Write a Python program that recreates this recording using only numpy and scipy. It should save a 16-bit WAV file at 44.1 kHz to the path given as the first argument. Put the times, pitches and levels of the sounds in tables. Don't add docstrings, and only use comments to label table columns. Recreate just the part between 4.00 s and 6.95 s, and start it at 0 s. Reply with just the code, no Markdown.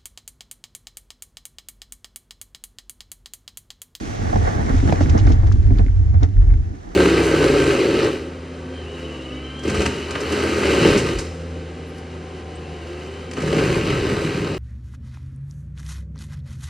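import sys
import numpy as np
from scipy import signal
from scipy.fft import rfft, irfft, next_fast_len
from scipy.io import wavfile
from scipy.ndimage import uniform_filter1d, map_coordinates

SR = 44100
rng = np.random.default_rng(int(sys.argv[2]) if len(sys.argv) > 2 else 0)


def dump_mix(stems):
    frames = np.atleast_2d(stems).T
    limited = np.clip(frames, -1, 1)
    pcm = np.round(limited * 32767).astype(np.int16)
    wavfile.write(sys.argv[1], SR, pcm)


def field_ratio(decibels):
    return 10 ** (np.asarray(decibels, dtype=float) / 20)


N = 130095


def unit(x):
    return x / np.sqrt(np.mean(x ** 2) + 1e-20)


def along(points, hz):
    f, v = np.transpose(points)
    return np.interp(np.log(hz + 1), np.log(f + 1), v)


def curves(rows):
    s, *cols = np.transpose(rows)
    return [np.interp(np.arange(N) / SR, s, c) for c in cols]


def wobble(rate):
    return map_coordinates(rng.standard_normal(N // 200), [np.arange(N) * rate / SR])


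def filtered(x, response):
    m = next_fast_len(N + SR // 2)
    return irfft(rfft(x, m) * response(np.fft.rfftfreq(m, 1 / SR)), m)[..., :N]


def body(modes, top_hz=2400):
    def response(f):
        total = 0
        for k, (centre_hz, width_hz, db) in enumerate(modes):
            loss = 1j * f * width_hz
            total = total + (-1) ** k * field_ratio(db) * loss / (centre_hz ** 2 - f * f + loss)
        return total / (1 + 1j * f / top_hz * 1.246 - (f / top_hz) ** 2) ** 2
    return response


def grains(rate, spread_db):
    chance, sign, size = rng.random((3, N))
    hit = chance < rate / SR
    return unit(hit * np.sign(sign - 0.5) * field_ratio(-spread_db * np.log(size + 0.02)))


def add_at(out, start_s, burst):
    out[:, round(start_s * SR):][:, :burst.shape[1]] += burst


# freq_hz, share_0_1
TIED = [(60, 1), (200, 0.47), (700, 0.57), (2500, 0.6), (6000, 0.5)]
# freq_hz, phase_rad
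TURN = [(40, 1.17), (200, 2.3), (700, 2.24), (3000, 2.24), (9000, 2.3)]


def ports(push, other, centre, across, side_db):
    tie = lambda f: np.clip(along(TIED, f), 0, 1)
    mid = filtered(push, centre)
    tied = filtered(push, lambda f: across(f) * tie(f) * np.exp(1j * along(TURN, f)))
    free = filtered(other, lambda f: across(f) * np.sqrt(1 - tie(f) ** 2))
    side = field_ratio(side_db) * (tied + free)
    return np.array([mid + side, mid - side]), np.sqrt(np.mean(mid ** 2))


# start_s, strength_db, sway_over_strength_db
WIND = [(0, -30, -10), (.3, -24.5, -2.5), (.42, -19, -7.5), (.68, -22.5, -11), (.74, -20, 3),
        (.97, -18.5, -24), (1.04, -17.5, -5), (1.3, -10, -9), (1.6, -13.5, -6), (1.85, -18.5, 5),
        (2.1, -12.5, -10), (2.24, -9.5, -14), (2.28, -25.5, -9), (2.38, -19, 6.5), (2.5, -14.5, 2),
        (2.62, -18, -6.5), (2.75, -36, -10.5), (2.95, -52, 21.5)]
# freq_hz, width_hz, level_db
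HOUSING = [(67, 46.3, -5), (91.76, 19.4, 2), (120.9, 23.8, -8.5)]
# freq_hz, width_hz, level_db
MOUNT = [(29, 22, -12), (43.7, 14.3, -1), (52.5, 7.2, -4)]
LUMPS_DB, LUMPS_PER_S = 1.2, 12
WIND_SIDE_DB, SWAY_SIDE_DB = -6, -15.5


def wind():
    strength_db, sway_db = curves(WIND)
    push = rng.standard_normal((4, N)) * field_ratio(LUMPS_DB * wobble(LUMPS_PER_S))
    shake = lambda f: body(HOUSING)(f) / (1 + (f / 125) ** 6)
    sway = lambda f: body(MOUNT)(f) / (1 + (f / 70) ** 4)
    ring, ring_rms = ports(*push[:2], shake, shake, WIND_SIDE_DB)
    slow, slow_rms = ports(*push[2:], sway, sway, SWAY_SIDE_DB)
    return field_ratio(strength_db) * (ring / ring_rms + field_ratio(sway_db) * slow / slow_rms)


# start_s, peak_db, pitch_hz
TICKS = [(0.6674, -28, 1850), (0.8006, -24, 1790), (0.9243, -18.5, 2010), (0.9565, -27, 2010),
         (1.0084, -21, 1640), (1.059, -25, 1880), (1.1763, -31, 1830), (1.274, -21.5, 1800),
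         (1.4324, -41, 2080), (1.5159, -27, 1400), (1.5496, -51, 1500), (1.6377, -40.5, 1800),
         (1.6871, -45.5, 2000), (1.706, -38, 2000), (1.758, -37, 2040), (1.7818, -37, 1480),
         (1.7922, -30.5, 2150), (1.8637, -35.5, 1970), (1.8831, -33, 1800), (2.1425, -46.5, 2000),
         (2.176, -47.5, 1950), (2.2103, -44, 1700), (2.368, -40, 1690), (2.4157, -42, 1500),
         (2.5032, -37.5, 2003), (2.5385, -34.5, 1800)]
# start_s, peak_db, pitch_hz
PINGS = [
    (0.8955, -30, 3100),
    (1.1, -34, 5400),
    (1.179, -29, 5770),
    (1.198, -31.5, 3400),
    (1.29, -39, 4800),
    (1.7745, -45, 4450),
    (1.7843, -36, 3530),
    (1.786, -39, 4100),
    (2.2317, -32.5, 4370),
]
# start_s, peak_db, pitch_hz
CLACKS = [
    (0.357, -20.5, 662),
    (0.478, -28, 430),
    (0.609, -35.5, 750),
    (0.896, -27, 420),
    (0.9245, -13.5, 628),
    (1.008, -21, 484),
    (1.2695, -27.5, 600),
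    (1.432, -35, 800),
    (1.705, -37, 650),
    (1.793, -33.5, 690),
]
TICK_S, TICK_RISE_S = 0.0013, 0.0008
TICK_DB, TICK_SIDE_DB = 5, -3.5


def ticks():
    out, t = np.zeros((2, N + SR // 50)), np.arange(SR // 50) / SR
    for start_s, db, hz in TICKS + PINGS + CLACKS:
        turn = rng.uniform(0, 2 * np.pi)
        near = rng.normal([[0.87], [1], [1.13]], 0.03)
        near = near - near.mean() + 1
        decay_s = TICK_S * max(1, np.sqrt(2000 / hz))
        fade = np.exp(-t / decay_s) * (1 - np.exp(-t / TICK_RISE_S)) ** 2
        angle = 2 * np.pi * hz * near * t
        mid = 1.33 * fade * np.sin(angle).sum(0)
        side = 1.33 * fade * np.sin(angle + turn).sum(0)
        add_at(out, start_s, field_ratio(db + TICK_DB) * (mid + field_ratio(TICK_SIDE_DB) * side * np.array([[1], [-1]])))
    return out[:, :N]


# start_s, peak_db, centre_hz
CRACKS = [(0.3593, -24.5, 1480), (0.9268, -25, 4000), (0.935, -36, 4520), (1.0068, -33.5, 2980),
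          (1.099, -30, 5040), (1.1761, -28, 3450), (1.189, -42, 4500), (1.2696, -28.5, 4250),
          (1.306, -33.5, 4500), (1.3218, -31, 5500), (1.335, -36, 5500), (1.4232, -42, 4800),
          (1.4681, -38, 2900), (1.479, -45, 2600), (1.5222, -31.5, 5500), (1.5258, -33.5, 6000),
          (1.535, -41, 4500), (1.7895, -44, 6430), (1.8637, -40.5, 2600), (2.232, -23.5, 4300),
          (2.2341, -31, 5800), (2.539, -39.5, 2200)]
CRACK_TOP_HZ, CRACK_Q, CRACK_S, CRACK_GRIT = 7800, 1.9, 0.001, 0.5
CRACK_DB, CRACK_SIDE_DB = 0, -6


def cracks():
    out, t = np.zeros((2, N + SR // 100)), np.arange(SR // 100) / SR
    for start_s, db, hz in CRACKS:
        crumble = np.exp(-t / CRACK_S) * rng.standard_normal((2, len(t)))
        snap = (t == 0) + CRACK_GRIT * crumble
        burst = signal.lfilter(*signal.iirpeak(hz, CRACK_Q, SR), snap)
        mid, side = burst / np.abs(burst).max(axis=1, keepdims=True)
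        add_at(out, start_s, field_ratio(db + CRACK_DB) * (mid - field_ratio(CRACK_SIDE_DB) * side * np.array([[1], [-1]])))
    return filtered(out[:, :N], lambda f: 1 / (1 + (f / CRACK_TOP_HZ) ** 8))


# start_s, peak_db, length_s
CRUNCHES = [(0.467, -37, 0.045), (0.715, -51, 0.015), (0.78, -35, 0.012), (0.919, -31, 0.022),
            (1.009, -29.5, 0.035), (1.094, -26.5, 0.013), (1.185, -28.5, 0.022), (1.266, -35.5, 0.057),
            (1.317, -31, 0.018), (1.466, -38.5, 0.013), (1.52, -32, 0.011), (1.783, -37.5, 0.019),
            (2.21, -46, 0.012), (2.23, -35.5, 0.022)]
# freq_hz, level_db
GLIDE = [(1290, 0.5), (2200, 3.5), (2720, 2), (6470, -3.5), (12400, -20), (14200, -36), (15500, -81)]
CRUNCH_DB, CRUNCH_SIDE_DB, CRUNCH_RISE_S, CRUNCH_TOP_HZ = -10, -3.5, 0.001, 7800


def crunches():
    t, shape = np.arange(N) / SR, np.zeros(N)
    for start_s, db, length_s in CRUNCHES:
        u = np.clip(t - start_s, 0, None)
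        shape += field_ratio(db + CRUNCH_DB) * (1 - np.exp(-u / CRUNCH_RISE_S)) * np.exp(-(u / length_s) ** 2)
    push = grains(2800, 7) + 1.5 * rng.standard_normal((2, N))

    def bright(f):
        colour = field_ratio(along(GLIDE, np.maximum(f, 3000)))
        return colour * f / (f + 900) / (1 + (f / CRUNCH_TOP_HZ) ** 8)

    pair, rms = ports(*push, bright, bright, CRUNCH_SIDE_DB)
    return shape * pair / rms


# start_s, peak_db, rattle_over_peak_db, pitch_hz, rattle_across_db
KNOCKS = [(0.326, -21, -4.5, 228, 11.5), (0.355, -17.5, -10.5, 200, 16), (0.468, -28.5, -13, 215, 23),
          (0.595, -20, -14.5, 213, 14), (0.699, -21, -9, 258, 4), (0.738, -15.5, -43, 260, 9),
          (0.828, -16, -21, 273, -2), (0.9226, -12, -8, 153, -7), (1.007, -12, -12.5, 285, 2),
          (1.147, -11.5, -12.5, 217, 11.5), (1.27, -18.5, -10, 148, 7), (1.3, -15, -16.5, 253, 12),
          (1.433, -29.5, -4, 324, 10), (1.707, -19, -18, 277, 10), (1.791, -14.5, -16, 203, 11),
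          (1.861, -24.5, -34.5, 259, 17), (2.138, -29, -10, 157, 15), (2.223, -21.5, -11, 275, 14)]
# start_s, length_s, level_db, pitch_hz
HUM = (0.92, 0.7, -28.5, 315)
# freq_hz, width_hz, level_db
FRAME = [(137.2, 31, 1), (221.5, 37, 1.5), (277.2, 41, 0.5), (318.7, 31.4, -1), (380, 41, -8)]
# freq_hz, width_hz, level_db
SCRAPE = [(438, 47.4, 2.5), (687, 131, -3), (846, 76, -3.5), (1157, 133, -9.5), (1400, 220, -10),
          (1873, 326, -8.5), (2190, 200, -10)]
# freq_hz, width_hz, level_db
ACROSS = [(215, 7.2, 3), (430, 130, -5.5), (729, 60, 3.5), (841, 117, -2.5), (990, 450, -6.5),
          (1180, 130, -7.5), (1560, 300, -13.5), (1800, 120, -13.5)]
KNOCK_RISE_S, KNOCK_DB, BLOW_DB = 0.00096, 2.5, 40
THUMP_T60_S, THUMP_SIDE_DB = 0.11, -10.5
SNAP_S, RATTLE_S, RATTLE_RISE_S = 0.01, 0.0097, 0.0026
RATTLE_DB, RATTLE_TOP_HZ = 21, 1300


def knocks():
    t = np.arange(SR // 3) / SR
    thump, push = np.zeros((2, 2, N + len(t)))
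    blows = np.zeros(N)
    decay_db = -60 * t / THUMP_T60_S
    rise = (1 - np.exp(-t / KNOCK_RISE_S)) ** 2
    fade = np.exp(-t / np.array([[SNAP_S], [RATTLE_S]])) * (1 - np.exp(-t / RATTLE_RISE_S))
    for start_s, db, rattle_db, hz, across_db in KNOCKS:
        phase = rng.uniform(0, 2 * np.pi) + np.array([[0], [1.4]])
        add_at(thump, start_s, field_ratio(db + KNOCK_DB + decay_db) * rise * np.sin(2 * np.pi * hz * t + phase))
        blows[round((start_s + KNOCK_RISE_S) * SR)] = field_ratio(db + BLOW_DB) * np.sign(np.cos(phase[0, 0]))
        rattle = field_ratio(db + rattle_db + np.array([[0], [across_db]]))
        add_at(push, start_s, rattle * fade * rng.standard_normal((2, len(t))))
    start_s, length_s, db, hz = HUM
    swell = np.sin(np.pi * np.clip(t / length_s, 0, 1))
    hum = field_ratio(db) * swell * np.sin(2 * np.pi * hz * t + 0.91 * wobble(17)[:len(t)])
    add_at(thump[:1], start_s, hum[None])
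    frame = filtered(blows, body(FRAME + [(616, 200, -20.0)], 690))
    mid = thump[0, :N] + frame + field_ratio(RATTLE_DB) * filtered(push[0, :N], body(SCRAPE, RATTLE_TOP_HZ))
    side = field_ratio(THUMP_SIDE_DB) * thump[1, :N]
    side = side + field_ratio(RATTLE_DB) * filtered(push[1, :N], body(ACROSS, RATTLE_TOP_HZ))
    return np.array([mid + side, mid - side])


# start_s, hiss_db, judder_db, scrape_db
RUNNERS = [(0, -44, -40, -44), (.2, -45, -38, -36.5), (.45, -44, -34, -33.5), (.7, -46, -32.5, -35.5),
           (.78, -43, -31.5, -36.5), (1.0, -45.5, -28.5, -36.5), (1.3, -50, -32, -35),
           (1.38, -54, -37.5, -43), (1.75, -55.5, -34.5, -46.5), (1.95, -59, -47.5, -50.5),
           (2.4, -60.5, -39, -51), (2.68, -61, -45.5, -53.5), (2.95, -57, -43, -45)]
# freq_hz, level_db
GLIDE_SIDE = [(1500, 5.5), (2400, -2), (4200, -5.5), (6000, 0), (8000, 2), (13000, -1.5)]
# start_s, scrape_rise_db, length_s
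PATCHES = [(0.077, 0, 0.0057), (0.292, 2.5, 0.015), (0.357, 0.5, 0.02), (0.481, 5.5, 0.025),
           (0.542, 1.5, 0.03), (0.603, 3.5, 0.015), (0.693, 8, 0.016), (0.887, 8.5, 0.015),
           (0.99, 4, 0.024), (1.165, 3.5, 0.005), (1.18, 8.5, 0.011), (1.48, 8, 0.014), (1.554, 2, 0.017),
           (1.663, 2, 0.02), (1.796, 4.5, 0.03), (2.153, 6, 0.022), (2.234, 17, 0.02), (2.424, 5, 0.02),
           (2.52, 7, 0.027)]
GLIDE_SIDE_DB, GRIT_PER_S, GRIT_SPREAD_DB, GRIT_DB = 0.5, 1000, 7.5, -6.5
JUDDER_PER_S, JUDDER_SPREAD_DB, JUDDER_BED_DB, JUDDER_SIDE_DB = 250, 3, 1, -4
SCRAPE_PER_S, SCRAPE_SIDE_DB = 1200, 7.5
SURGES_PER_S, SURGE_DB, RUB_SURGE_DB = 16, 2.6, 1.52


def runners():
    hiss_db, judder_db, scrape_db = curves(RUNNERS)
    snow = rng.standard_normal((2, N)) * field_ratio(0.56 * wobble(25.08))
    snow = snow + field_ratio(GRIT_DB) * grains(GRIT_PER_S, GRIT_SPREAD_DB)
    centre = lambda f: field_ratio(along(GLIDE, f))
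    across = lambda f: field_ratio(along(GLIDE, f) + along(GLIDE_SIDE, f))
    hiss, hiss_rms = ports(*snow, centre, across, GLIDE_SIDE_DB)

    slips = grains(JUDDER_PER_S, JUDDER_SPREAD_DB) + field_ratio(JUDDER_BED_DB) * rng.standard_normal((2, N))
    slips = slips * field_ratio(SURGE_DB * wobble(SURGES_PER_S))
    judder, judder_rms = ports(*slips, body(FRAME, 700), body(FRAME, 760), JUDDER_SIDE_DB)

    t = np.arange(N) / SR
    rough_db = sum(db * np.exp(-((t - s) / length_s) ** 2) for s, db, length_s in PATCHES)
    rubs = grains(SCRAPE_PER_S, 5.1) + 1.72 * rng.standard_normal((2, N))
    rubs = rubs * field_ratio(RUB_SURGE_DB * wobble(SURGES_PER_S) + rough_db)
    scrape, scrape_rms = ports(*rubs, body(SCRAPE), body(ACROSS), SCRAPE_SIDE_DB)

    out = field_ratio(hiss_db + 1.0 + 0.2 * rough_db) * hiss / hiss_rms
    out = out + field_ratio(judder_db + 5.0) * judder / judder_rms
    return out + field_ratio(scrape_db + 0.5) * scrape / scrape_rms


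def scene():
    return wind() + ticks() + cracks() + crunches() + knocks() + runners()


def top_cut(x):
    return signal.sosfilt(signal.butter(12, 15640, fs=SR, output="sos"), x)


PORT_HZ, PORT_WIDE_HZ, PORT_DB = 6000, 840, 3
LEFT_DB, SELF_NOISE_DB = -1.5, -85.5
THIN_HZ, THIN_SHARE, TOP_HZ = 7600, 0.45, 15700


def record(dry):
    port = lambda f: field_ratio(PORT_DB * np.exp(-((f - PORT_HZ) / PORT_WIDE_HZ) ** 2))
    x = field_ratio([[LEFT_DB / 2], [-LEFT_DB / 2]]) * filtered(dry, port)
    x = x + field_ratio(SELF_NOISE_DB) * rng.standard_normal(x.shape)
    x = x / (1 + np.abs(x / 1.2) ** 4) ** (1 / 4)
    hz, _, z = signal.stft([x[0] + x[1], x[0] - x[1]], SR, nperseg=1024)
    field = uniform_filter1d(rng.standard_normal(z.shape), size=9, axis=1)
    field = unit(uniform_filter1d(field, size=3, axis=2))
    floor = -3 - 9 * (hz < 2500) + (2.6 + THIN_SHARE) / (1 + (THIN_HZ / (hz + 1)) ** 8)
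    z = z * (field > floor[:, None]) * (hz < TOP_HZ)[:, None]
    mid, side = signal.istft(z, SR, nperseg=1024)[1][:, :N] / 2
    return top_cut(np.array([mid + side, mid - side]))


dry = scene()
out = record(dry)
dump_mix(out)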